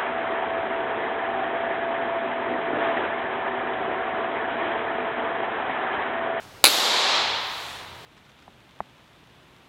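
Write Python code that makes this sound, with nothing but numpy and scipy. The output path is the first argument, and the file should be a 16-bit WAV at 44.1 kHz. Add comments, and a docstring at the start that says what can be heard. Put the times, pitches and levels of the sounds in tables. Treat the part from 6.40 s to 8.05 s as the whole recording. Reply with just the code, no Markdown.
"""A ventilation hum and a faint swish of clothes in a gymnasium, heard from a camera's microphone.
One sharp slap from a martial artist's strike cracks through the room: floor, walls and ceiling
return it, then the hall rings on and his clothes swish again as he turns. The camera overloads on
the crack, ducks its gain and lets it creep back, which holds the reverberation level for half a
second before it fades."""
import sys
import numpy as np
from scipy import signal
from scipy.fft import rfft, irfft
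from scipy.io import wavfile

SR = 44100
rng = np.random.default_rng(int(sys.argv[2]) if len(sys.argv) > 2 else 0)


def pcm_store(signal):
    """Save signal as 16-bit PCM."""
    levels = np.round(np.clip(np.atleast_2d(signal), -1, 1) * 32767)
    wavfile.write(sys.argv[1], SR, levels.astype(np.int16).T)


N = 72765

# Room tone, the steady air of the hall. Each row: frequency in Hz, relative density in dB.
AIR_COLOUR = [(25, 10.5), (60, 5), (120, 6.5), (250, 0.5), (420, 2), (650, 1.5), (1100, -0.5), (2500, -6.5),
              (4500, -10), (8000, -18), (15500, -24)]
# Ventilation hum. Each row: frequency in Hz, level at the microphone in dB.
HUM_TONES = [(87, -53.5), (120, -57)]
AIR_DB, HUM_WIDTH_HZ = -45, 8.4

# Rubs of clothes and socks. Each row: middle in seconds, half length in seconds,
# level at the microphone in dB, centre of the hiss in Hz.
CLOTH_RUBS = [(0.028, 0.023, -52.5, 3000), (1.133, 0.094, -48.5, 13000), (1.282, 0.11, -45.5, 7460)]
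# Tone of rubbing cloth. Each row: frequency in Hz, relative density in dB.
CLOTH_COLOUR = [(300, -1), (1000, 4), (3000, 7), (7000, 2), (11000, -8), (15500, -14)]
HISS_WIDTH_HZ, HISS_DB = 6000, -7

# Tone of the crack. Each row: frequency in Hz, relative density in dB.
CRACK_COLOUR = [(60, -25), (160, -19.5), (320, -2), (750, 4), (1500, -8), (2600, -2.5), (3600, -13),
                (5000, -10.5), (8000, -12.5), (12000, -6.5), (15500, -19.5)]
SLAP_S, SLAP_DB, SLAP_HOLD_S, SLAP_FADE_S = 0.2410, 21, 0.00081, 0.00059
POCKET_HZ, POCKET_WIDTH_HZ, POCKET_DB = 3855, 1050, 2.5

# Tone of the struck body. Each row: frequency in Hz, relative density in dB.
THUD_COLOUR = [(40, -22), (150, -17), (320, 2), (450, 4), (700, 3.5), (1400, -2), (3000, -0.5),
               (12000, -11)]
THUD_S, THUD_DB, THUD_FADE_S = 0.2441, 20.5, 0.00083

# Returns from floor, walls and ceiling, shortest path first.
# Each row: arrival at the microphone in seconds, level against the slap in dB.
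EARLY_ECHOES = [(0.2461, -11), (.2525, -2), (.2600, -6.5), (0.263, -20), (0.2675, -12), (.2690, -12.5),
                (0.274, -13.5), (.2775, -17.5), (0.2843, -19.5), (.2870, -22), (.3010, -22)]
SCATTER_DB, SCATTER_S = -2, 0.0011

# Tone of the reverberation as it starts. Each row: frequency in Hz, relative density in dB.
HALL_COLOUR = [(50, -23), (140, -14), (230, -8.5), (380, -1), (600, -1), (900, 1), (1600, -5), (2700, -4.5),
               (3400, 1), (4000, 2), (4700, -2), (6000, -7), (7200, -6), (9000, -13), (12000, -7),
               (15500, -13)]
# Ring of the hall. Each row: frequency in Hz, time to fall 60 dB in seconds.
HALL_DECAY = [(100, 1.21), (350, 1.39), (900, 2.14), (2000, 2.17), (4000, 1.747), (6500, 1.17),
              (9500, 0.83), (14000, 0.44)]
HALL_DB, HALL_DELAY_S, HALL_BUILD_S = -2.5, 0.0061, 0.0082
MODE_HZ, MODE_T60_S, MODE_DB = 225.7, 1.57, -29

DUCK_ABOVE_DB, SENSE_S, ATTACK_S, RELEASE_DB_PER_S = -2, 0.0018, 0.0011, 37.5  # camera's gain control
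LOW_CUT_HZ, HIGH_CUT_HZ = 150, 16000


def undb(db):
    """Decibels to gain."""
    return 10 ** (np.asarray(db) / 20)


def rms(x):
    """Root-mean-square level."""
    return np.sqrt(np.mean(x ** 2))


def unit(x):
    """Scale to rms 1."""
    return x / rms(x)


def along(points, hz):
    """Read a table on a log-frequency axis."""
    frequencies, values = np.array(points, float).T
    return np.interp(np.log(np.maximum(hz, 1)), np.log(frequencies), values)


def colour(x, points):
    """Minimum-phase filter shaped by rows of frequency in Hz and gain in dB."""
    size = 2 * N
    gain = undb(along(points, np.fft.rfftfreq(size, 1 / SR)))
    cepstrum = irfft(np.log(gain), size)
    cepstrum[1:N] *= 2
    cepstrum[N + 1:] = 0  # nothing sounds ahead of the attack
    return irfft(rfft(x, size) * np.exp(rfft(cepstrum)), size)[:N]


def resonate(x, hz, width_hz):
    """One resonance."""
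    return signal.lfilter(*signal.iirpeak(hz, hz / width_hz, fs=SR), x)


def lag(x, seconds):
    """One-pole smoothing."""
    keep = np.exp(-1 / (seconds * SR))
    return signal.lfilter([1 - keep], [1, -keep], x)


def since(start):
    """Seconds since a moment."""
    return np.arange(N) / SR - start


def burst(start, hold, fade):
    """Envelope: instant attack, hold, exponential fade."""
    age = since(start)
    return (age >= 0) * np.exp(-np.maximum(age - hold, 0) / fade)


def noise():
    """White noise."""
    return rng.standard_normal(N)


def ventilation():
    """The gymnasium's room tone: an even rush of air with a wavering low hum."""
    hum = np.zeros(N)
    for hz, db in HUM_TONES:
        band = resonate(noise(), hz, 2 * HUM_WIDTH_HZ)
        hum += undb(db) * unit(resonate(band, hz, HUM_WIDTH_HZ))
    return hum + undb(AIR_DB) * unit(colour(noise(), AIR_COLOUR))


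def swishes():
    """Cloth rubs as the body turns, faint at the microphone; each rub has its own brightness."""
    cloth = np.zeros(N)
    for middle, half_length, db, hz in CLOTH_RUBS:
        rub = unit(colour(noise(), CLOTH_COLOUR))
        hiss = undb(HISS_DB) * unit(resonate(noise(), hz, HISS_WIDTH_HZ))
        swell = np.exp(-(since(middle) / half_length) ** 2 / 2)
        cloth += undb(db) * swell * unit(rub + hiss)
    return cloth


def slap():
    """The direct crack, a few milliseconds long; air squeezed from under the palm rings briefly."""
    envelope = burst(SLAP_S, SLAP_HOLD_S, SLAP_FADE_S)
    crack = unit(colour(envelope * noise(), CRACK_COLOUR))
    squeezed_air = resonate(envelope * noise(), POCKET_HZ, POCKET_WIDTH_HZ)
    pocket = unit(resonate(squeezed_air, POCKET_HZ, POCKET_WIDTH_HZ))
    return undb(SLAP_DB) * rms(envelope) * unit(crack + undb(POCKET_DB) * pocket)


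def thud():
    """The duller blow of the struck body, just behind the crack."""
    envelope = burst(THUD_S, hold=0, fade=THUD_FADE_S)
    return undb(THUD_DB) * rms(envelope) * unit(colour(envelope * noise(), THUD_COLOUR))


def echoes(direct):
    """Each surface returns the slap with a short scattered smear, the distant ones later."""
    paths = np.zeros(N)
    for arrival, db in EARLY_ECHOES:
        delay = max(arrival - SLAP_S, 0)
        path = burst(delay, hold=0, fade=SCATTER_S) * noise()
        path *= undb(SCATTER_DB) / np.linalg.norm(path)
        path[int(delay * SR)] += 1  # the mirror reflection
        paths += undb(db) * path / np.linalg.norm(path)
    return signal.fftconvolve(direct, paths)[:N]


def hall():
    """Dense reflections build around the microphone and die, treble first; one low room mode rings."""
    age = np.maximum(since(SLAP_S + HALL_DELAY_S), 0)
    spectrum = rfft(unit(colour(noise(), HALL_COLOUR)))
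    hz = np.fft.rfftfreq(N, 1 / SR)
    centres = np.geomspace(60, 16000, 25)
    tail = np.zeros(N)
    for centre, band_weights in zip(centres, np.eye(len(centres))):
        band = irfft(spectrum * np.interp(hz, centres, band_weights), N)
        tail += band * undb(-60 * age / along(HALL_DECAY, centre))
    mode = np.sin(2 * np.pi * MODE_HZ * age) * undb(-60 * age / MODE_T60_S)
    build_up = np.minimum(age / HALL_BUILD_S, 1)
    return (undb(HALL_DB) * tail + undb(MODE_DB) * mode) * build_up


def scene():
    """Everything that reaches the microphone, in mono."""
    direct = slap()
    return (direct + thud() + echoes(direct) + hall() + swishes() + ventilation())[None]


def record(dry):
    """The camera ducks fast on overload and recovers steadily; peaks clip, bass and top are cut."""
    level_db = 10 * np.log10(lag(dry[0] ** 2, SENSE_S) + 1e-12)
    overload_db = np.maximum(level_db - DUCK_ABOVE_DB, 0)
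    recovery_db = RELEASE_DB_PER_S * since(0)
    duck_db = np.maximum.accumulate(overload_db + recovery_db) - recovery_db
    clipped = np.clip(dry * undb(-lag(duck_db, ATTACK_S)), -1, 1)
    thinned = signal.lfilter(*signal.butter(1, LOW_CUT_HZ, "high", fs=SR), clipped)
    high_cut = signal.ellip(10, 0.1, 80, HIGH_CUT_HZ, fs=SR, output="sos")
    return signal.sosfilt(high_cut, thinned)


dry = scene()
out = record(dry)
pcm_store(out)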